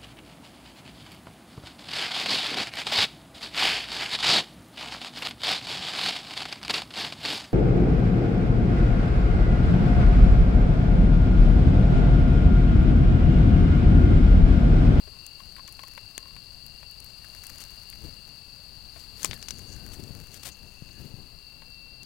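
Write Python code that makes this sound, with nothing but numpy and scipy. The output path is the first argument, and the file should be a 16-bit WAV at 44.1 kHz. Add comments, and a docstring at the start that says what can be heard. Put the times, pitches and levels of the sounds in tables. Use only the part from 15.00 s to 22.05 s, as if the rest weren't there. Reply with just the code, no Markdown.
"""A throbbing cicada drone runs throughout, with thin insect whines, soft jungle air and a small wood fire.
The fire burns close by, under hanging meat: filtered noise flutters and sizzles, and sharp clicks set
embers, splinters and the wooden rack ringing. A log is pushed in: it scrapes, snaps and squeaks.
Nearly all of the sound is in the left channel; the right has a faint share, its own insects and hiss."""
import sys
import numpy as np
from scipy import signal
from scipy.fft import rfft, irfft, next_fast_len
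from scipy.io import wavfile

SR = 44100
rng = np.random.default_rng(int(sys.argv[2]) if len(sys.argv) > 2 else 0)


def log_audio(samples):
    """Write samples as a 16-bit WAV file to the path given in sys.argv[1]."""
    # one column per channel
    frames = np.atleast_2d(samples).T
    # limit to full scale, then quantise
    limited = np.clip(frames, -1, 1)
    pcm = np.round(limited * 32767).astype(np.int16)
    wavfile.write(sys.argv[1], SR, pcm)


N = 310905
T = np.arange(N) / SR

# Levels in the tables come before the trims of each layer (..._db) and the channel gains in scene().


def amp(db):
    """Decibels to gain."""
    return 10 ** (np.asarray(db) / 20)


def unit(x):
    """Scale to rms 1."""
    return x / np.sqrt(np.mean(x ** 2))


def peak(x, db):
    """Scale to a peak level."""
    return x * amp(db) / np.abs(x).max()


def loudness(x, db):
    """Scale a short sound so that its energy spread over 10 ms has this level."""
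    return x * amp(db) / np.sqrt(np.sum(x ** 2) / (SR / 100))


def add(out, s, x):
    """Mix a short sound in at time s."""
    i = max(int(s * SR), 0)
    out[i:i + len(x)] += x[:max(N - i, 0)]


def curve(rows, axis=1):
    """One column of a table, joined by straight lines in time."""
    rows = np.array(rows)
    return np.interp(T, rows[:, 0], rows[:, axis])


def strokes(rows):
    """Gaussian swells from rows of (time at the strongest [s], time to fall to 1/e [s], level [dB])."""
    return sum(amp(db) * np.exp(-((T - s) / half) ** 2) for s, half, db in rows)


def noise(size=N):
    """White noise."""
    return rng.standard_normal(size)


def walk(rate):
    """Random drift with a spread near 1, turning at this many knots per second."""
    knots = noise(4096)
    return 1.2 * np.interp(T * rate, np.arange(len(knots)), knots)


def grains(rate, spread_db):
    """Random tiny clicks, about this many per second, a few much larger than the rest; rms 1."""
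    size = amp(spread_db * np.minimum(rng.exponential(size=N), 5))
    struck = rng.random(N) < rate / SR
    return unit(struck * size * noise())


def burst(ring_s, tail):
    """A one-sample break, then a noisy spray of fibre clicks that falls by 60 dB in ring_s."""
    t = T[:4096]
    x = tail * noise(len(t)) * np.exp(-np.log(1000) * t / max(ring_s, .001))
    x[0] += 1
    return x


def tone(start, length, hz, db):
    """A thin tone that swells and fades in one arch; hz is its pitch at every moment."""
    along = np.clip((T - start) / length, 0, 1)
    arch = np.sqrt(2 * np.abs(np.sin(np.pi * along)))
    return amp(db) * arch * np.sin(2 * np.pi * np.cumsum(hz) / SR)


def colour(x, points):
    """Shape the spectrum of a long sound by rows of (frequency [Hz], level [dB]); rms 1."""
    size = next_fast_len(N)
    hz, db = np.transpose(sorted(points))
    f = np.maximum(np.fft.rfftfreq(size, 1 / SR), 1)
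    gain = amp(np.interp(np.log(f), np.log(hz), db))
    return unit(irfft(rfft(x, size) * gain, size)[:N])


def ring(x, modes):
    """Parallel resonances from rows of (frequency [Hz], width [Hz], level [dB])."""
    top = .45 * SR
    out = 0
    for hz, width, db in modes:
        centre = min(hz, top)
        b, a = signal.iirpeak(centre, centre / min(width, top), SR)
        out = out + amp(db) * signal.lfilter(b, a, x)
    return out


# Level of the whole cicada drone: (time [s], level [dB])
DRONE_LEVEL = [(0.0, -51), (4.73, -51), (4.89, -53.5), (5.71, -55.5), (7.05, -52.5)]
# Spectrum of the cicada chorus: (frequency [Hz], level [dB])
CHORUS_COLOUR = [(3500, -32), (3850, -24.5), (4100, -13.5), (4350, -11), (4450, -14), (4530, -4),
                 (4660, -7.5), (4760, -8), (4890, -19), (5000, -14.5), (5130, -29), (5300, -58)]
# Resonances of the nearest cicada's body: (frequency [Hz], width [Hz], level [dB])
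CICADA_BODY = [(4112, 35, -12), (4215, 40, -9), (4290, 40, -7), (4354, 35, -4), (4424, 35, -1),
               (4522, 45, 3), (4600, 50, -4), (4745, 50, -3), (4800, 30, -5), (5000, 70, -12)]
# Tymbal clicks within one throb: (place in the cycle [0-1], mean level [dB])
TYMBAL_CLICKS = [(.02, -2), (.1, -4), (.185, -2.5), (.395, -1.5), (.515, -7), (.775, -2.5), (.83, -8),
                 (.915, -8), (.96, 0.5)]
THROB_HZ = 25.2


def cicadas(near_db=-2, chorus_db=-1.0, throb=0.022, throb_place=0.0084, jitter_s=.00018, direct=0.1):
    """A throbbing chorus, and one near insect whose tymbal clicks ring its body in a pattern each throb."""
    swell = 1 + throb * np.cos(2 * np.pi * (T * THROB_HZ - throb_place))
    chorus = unit(colour(noise(), CHORUS_COLOUR) * swell)
    tymbal, cycles = np.zeros(N), np.arange(int(T[-1] * THROB_HZ))
    for place, db in TYMBAL_CLICKS:
        s = (cycles + place) / THROB_HZ + jitter_s * noise(len(cycles))
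        i = np.clip((s * SR).astype(int), 0, N - 1)
        tymbal[i] += amp(db + noise(len(cycles)))
    # part of each click radiates at once, the rest rings on in the body
    body = ring(tymbal, CICADA_BODY) + direct * ring(tymbal, [(4750, 470, 0)])
    near = colour(body, [(3500, -47), (4100, -1.5), (4500, 8), (4950, 0.0), (5250, -15)])
    return (amp(chorus_db) * chorus + amp(near_db) * near) * amp(curve(DRONE_LEVEL))


# Nearer whines that stand out: (start [s], length [s], mean pitch [Hz], level [dB])
NEARER_WHINES = [(0.098, 0.43, 2797, -60.5), (1.578, 0.53, 2785, -62), (2.25, 1.3, 2812, -64),
                 (5.29, 1.3, 2600, -69), (6.34, 0.34, 2742, -61.5), (6.625, 0.4, 2710, -54.5),
                 (6.994, 0.041, 2720, -51.5)]
# the far whines hold one mean level, then fade
WHINE_DB, WHINE_STOPS_S, WHINE_FADE_DB_PER_S = -62, 6.53, 31


def whiners(centre_hz=2735, spread_hz=64, waver_hz=9, count=11):
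    """Far insects each hold a thin wavering tone; now and then a nearer one swells out."""
    far = 0
    for place in np.linspace(-2, 2, count):
        hz = centre_hz + spread_hz * place + 12 * walk(2) + 6 * walk(50)
        swell_db = 4 * walk(4)
        # the tones away from the centre pitch are weaker
        far = far + amp(-2.2 * place ** 2 + swell_db) * np.sin(2 * np.pi * np.cumsum(hz) / SR)
    fade_db = WHINE_FADE_DB_PER_S * np.maximum(T - WHINE_STOPS_S, 0)
    far = unit(far) * amp(WHINE_DB - fade_db)
    nearer = sum(tone(start, length, hz + waver_hz * walk(15), db)
                 for start, length, hz, db in NEARER_WHINES)
    return far + nearer


# Spectrum of the forest air: (frequency [Hz], level in each Hz [dB])
AIR_COLOUR = [(20, 1), (50, 4), (120, -9.5), (250, -20), (500, -23.5), (1000, -19), (2000, -23.5),
              (4000, -23.5), (8000, -32), (16000, -25)]


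def forest(air_db=-59):
    """Soft air and far foliage: shaped noise whose level drifts slowly."""
    return colour(noise(), AIR_COLOUR) * amp(air_db + walk(2.75))


# Spectrum of the steady flames: (frequency [Hz], level [dB])
FLAME_SPECTRUM = [(20, -0.5), (50, 4), (80, 2), (140, -2), (250, -10), (400, -16.5), (700, -18.5),
                  (1500, -32), (4000, -55)]
# Flames flare with a low flutter: (time at the strongest [s], time to fall to 1/e [s], level [dB])
FLARE_SWELLS = [(3.056, 0.036, -41.5), (4.297, 0.038, -41.5), (4.746, 0.29, -49), (5.06, 0.15, -48.5),
                (6.043, 0.092, -46.5), (6.188, 0.035, -47)]
# Spectrum of the flares: (frequency [Hz], level [dB])
FLARE_SPECTRUM = [(20, -11), (70, 1.5), (150, -0.5), (260, -7), (420, -11), (800, -30.5), (3000, -34)]
# Sap sizzling in the wood: (time [s], level [dB]); the scattered embers follow it too
SIZZLE_LEVEL = [(0.0, -62), (1.96, -62.5), (2.51, -57), (2.69, -60.5), (3.79, -63), (4.38, -59),
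                (7.05, -67.5)]
# Spectrum of the sizzle: (frequency [Hz], level [dB])
SIZZLE_SPECTRUM = [(300, -0.5), (800, 4.5), (1600, 0), (3300, 2.5), (5300, 1.5), (6500, 1.5), (9000, 3),
                   (12000, -1), (16000, -10)]
# Flurries of ember ticks: (time at the strongest [s], time to fall to 1/e [s], level before ringing [dB])
EMBER_FLURRIES = [(.9, 0.18, -62), (2.47, 0.19, -54.5), (2.96, 0.17, -60), (4.65, 0.43, -62),
                  (5.4, 0.36, -64)]
# Resonances of a tiny ember: (frequency [Hz], width [Hz], level [dB])
EMBER_RING = [(1700, 1250, 6.5), (6200, 1400, 4), (11500, 7500, 2)]
# each flare lifts the flame rumble around it: dB against the flare, times its length
FLAME_DB, FLARE_LIFT_DB, FLARE_LIFT_WIDTH = -55.5, -10, 2


def fire(flare_db=-1, sizzle_db=0.5, embers_db=-9, flurry_db=-1):
    """Flames flutter low and flare; sap sizzles, and tiny embers tick, now and then in flurries."""
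    lift = strokes([(s, half * FLARE_LIFT_WIDTH, db + FLARE_LIFT_DB) for s, half, db in FLARE_SWELLS])
    flame = colour(noise() * amp(2 * walk(40)), FLAME_SPECTRUM) * (amp(FLAME_DB) + lift)
    flutter = colour(noise() * amp(3.8 * walk(60)), FLARE_SPECTRUM)
    flare = flutter * strokes(FLARE_SWELLS) * amp(flare_db)
    heat = amp(curve(SIZZLE_LEVEL))
    sizzle = colour(noise(), SIZZLE_SPECTRUM) * heat * amp(sizzle_db)
    scattered = grains(rate=45, spread_db=2) * heat * amp(embers_db)
    flurries = grains(rate=97, spread_db=2.0) * strokes(EMBER_FLURRIES) * amp(flurry_db)
    return flame + flare + sizzle + ring(scattered + flurries, EMBER_RING)


# Thuds of settling logs: (time [s], peak level [dB], pitch [Hz])
LOG_THUDS = [(0.064, -41, 68), (1.18, -54, 238), (4.257, -37, 298), (4.294, -37.5, 89.5),
             (5.107, -28.5, 133), (5.822, -30.5, 145), (6.14, -30, 120)]
# Knocks on the rack and logs: (time before delay_s [s], peak level [dB], brightest frequency [Hz])
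WOOD_KNOCKS = [(.073, -40.5, 401), (0.4, -38.5, 1060), (0.564, -38, 1920), (0.581, -39.5, 1040),
               (0.679, -38.5, 1040), (0.791, -35, 1050), (0.834, -34, 1050), (.976, -31.5, 980),
               (1.364, -35.5, 1070), (1.828, -39.5, 980), (2.243, -40, 1650), (2.926, -37, 2060),
               (3.96, -39.5, 644), (4.246, -22, 1200), (5.889, -43.5, 770), (6.619, -41.5, 885)]
# Resonances of the knocked and rubbed wood: (frequency [Hz], width [Hz], level [dB])
RACK_MODES = [(628, 91, 0.5), (1085, 55, 1.5), (1670, 760, -6.5), (2430, 810, -1), (3630, 1700, -3)]
# Hanging meat rubs on the rack: (time at the strongest [s], time to fall to 1/e [s], level [dB])
RACK_RUBS = [(.16, 0.035, -60.5), (.58, 0.026, -58), (1.26, 0.074, -60.5)]
# Bark scrapes over embers: (time at the strongest [s], time to fall to 1/e [s], level [dB])
BARK_SCRAPES = [(2.614, 0.013, -42), (4.0, 0.056, -54.5), (4.24, 0.052, -43), (4.344, 0.0079, -45.5),
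                (4.937, 0.019, -47.5), (5.353, .03, -48.5), (5.435, 0.0083, -43), (5.462, 0.012, -36.5),
                (5.486, .011, -39.5)]
KNOCK_RING_S = 0.029


def firewood(knock_db=0, contact_db=-3, rub_db=0, scrape_db=-1, thud_db=-1, delay_s=0.001354):
    """Wood knocks, the rack is rubbed, bark grates in little slips, and logs settle with a damped thud."""
    out = np.zeros(N)
    for s, db, hz in WOOD_KNOCKS:
        blow = burst(KNOCK_RING_S, tail=0.28)
        # each spot favours its own pitch
        spot = ring(blow, [(hz, 1.28 * hz, 0)])
        wood = ring(spot, RACK_MODES + [(1.022 * hz, 0.1 * hz, 4)])
        contact = ring(blow, [(3 * hz, 3 * hz, 0), (9000, 9000, -9)])
        # the contact is harder for higher knocks, up to 1000 Hz
        hardness = min(hz / 1000, 1) ** 2
        knock = peak(wood, 0) + peak(contact, contact_db) * hardness
        add(out, s + delay_s, peak(knock, db + knock_db))
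    for s, db, hz in LOG_THUDS:
        t = T[:4096]
        thud = -np.sin(2 * np.pi * hz * t) * np.exp(-1.6 * hz * t)
        add(out, s, peak(thud, db + thud_db))
    rack = unit(ring(ring(grains(rate=1100, spread_db=6.5), [(1046, 250, 0)]), RACK_MODES))
    bark = colour(grains(rate=2600, spread_db=0.5), [
        (200, 6), (800, 0.5), (2200, 2.5), (4500, 5.5), (6500, 3.5), (9000, 3.5), (16000, -3.5)])
    rubs = amp(rub_db) * strokes(RACK_RUBS) * rack
    scrapes = amp(scrape_db) * strokes(BARK_SCRAPES) * bark
    return out + rubs + scrapes


# Loudest ember ticks: (time before delay_s [s], peak level [dB], brightest frequency [Hz])
EMBER_TICKS = [(0.264, -25, 8450), (0.6767, -29, 5400), (.691, -37, 8600), (0.7236, -29.5, 10800),
               (1.6635, -30, 11900), (1.9112, -33, 12600), (2.0014, -29, 9840), (2.044, -30, 13500),
               (2.467, -23, 9800), (2.582, -31, 6900), (2.6376, -27.5, 5370), (2.8997, -25, 12300),
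               (4.584, -33, 6750), (5.037, -33, 6670), (5.342, -29.5, 6940), (7.031, -34, 6080)]
# Firewood snaps: (time [s], level over 10 ms [dB], brightest frequency [Hz], ring [s],
# level of the wood body against the splinter [dB])
WOOD_SNAPS = [(1.1794, -35.5, 6400, 0.0064, -3), (4.231, -35.5, 6340, 0.014, -10),
              (4.2464, -25, 6200, 0.0078, -7), (4.2553, -35, 6100, 0.036, -3.5),
              (4.3117, -36.5, 3130, 0.027, 10), (4.3323, -39.5, 3070, 0.017, 5),
              (4.4265, -42, 5560, 0.022, -4), (4.4849, -37, 5940, .028, -4), (4.5069, -34, 6100, 0.028, -4)]
# Resonances of the snapping wood: (frequency [Hz], width [Hz], level [dB])
SNAP_BODY = [(390, 130, 3), (745, 720, 5), (1060, 320, -2), (1760, 53, 15), (2410, 410, 13),
             (3570, 2600, 22.5)]
TICK_RING_S = 0.014
# a short clean break rings the low modes of the wood, a long tear the higher ones
BODY_HZ_PER_RING_S = 86500


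def crackle(tick_db=1, snap_db=0, open_s=0.0014, delay_s=.0013):
    """Gas pockets burst in the embers as bright ticks; bigger snaps also ring the wood."""
    out = np.zeros(N)
    for s, db, hz in EMBER_TICKS:
        tick = ring(burst(TICK_RING_S, tail=0.11), [(hz, 9000, 0), (hz, 1500, 3)])
        add(out, s + delay_s, peak(tick, db + tick_db))
    for s, db, hz, ring_s, body_db in WOOD_SNAPS:
        crack = burst(ring_s, tail=0.66)
        # the splinter sings near one pitch above a crack that is broader the quicker the break
        opened = ring(crack, [(hz, 0.57 * hz, 0)]) + open_s / ring_s * crack
        splinter = ring(opened, [(hz, 0.077 * hz, 1), (hz, 2 * hz, 0)])
        dull_hz = min(BODY_HZ_PER_RING_S * ring_s, SR / 4)
        b, a = signal.butter(1, dull_hz, fs=SR)
        body = ring(signal.lfilter(b, a, burst(ring_s, tail=0.092)), SNAP_BODY)
        snap = unit(splinter) + amp(body_db) * unit(body)
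        add(out, s, loudness(snap, db + snap_db))
    return out


# Shifted wood squeaks: (start [s], length [s], mean pitch at the start [Hz], level [dB])
WOOD_SQUEAKS = [(4.33, 0.055, 1750, -61), (4.672, .28, 1623, -66), (5.925, .11, 1730, -67)]
SQUEAK_SAG_HZ_PER_S = 600


def squeaks(rough_hz=60):
    """Wood slips on wood with a faint squeak whose pitch sinks and jitters fast."""
    out = 0
    for start, length, hz, db in WOOD_SQUEAKS:
        sinking = hz - SQUEAK_SAG_HZ_PER_S * (T - start)
        out = out + tone(start, length, sinking + rough_hz * walk(300), db)
    return out


# Thin hiss swells near 6.5 kHz: (time at the strongest [s], time to fall to 1/e [s], level [dB])
HISS_SWELLS = [(4.58, 0.041, -56), (4.72, 0.046, -54), (4.93, 0.018, -52.5), (5.35, 0.075, -60),
               (5.53, 0.01, -50), (5.85, 0.33, -67)]


def thin_hiss(swell_db=-1):
    """A thin hiss swells near 6.5 kHz: dense grains ring in a narrow band."""
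    narrow = ring(grains(rate=1100, spread_db=2.5), [(6500, 890, 0)])
    hiss = ring(narrow, [(6600, 6600, 0)])
    return unit(hiss) * strokes(HISS_SWELLS) * amp(swell_db)


def scene(left_db=5, right_db=-14, diffuse_db=-22, hiss_db=-65):
    """All is strong on the left; the faint right adds its own surroundings and some hiss."""
    near = cicadas() + whiners() + forest() + fire() + firewood() + crackle() + squeaks() + thin_hiss()
    around = cicadas() + whiners() + forest(air_db=-45.5)
    left = amp(left_db) * near
    right = amp(right_db) * near + amp(diffuse_db) * around + amp(hiss_db) * noise()
    return np.array([left, right])


def record(dry):
    """The recorder behind the microphones cuts the top steeply above 16 kHz."""
    return signal.sosfilt(signal.ellip(10, .1, 70, 16000, fs=SR, output="sos"), dry)


dry = scene()
out = record(dry)
log_audio(out)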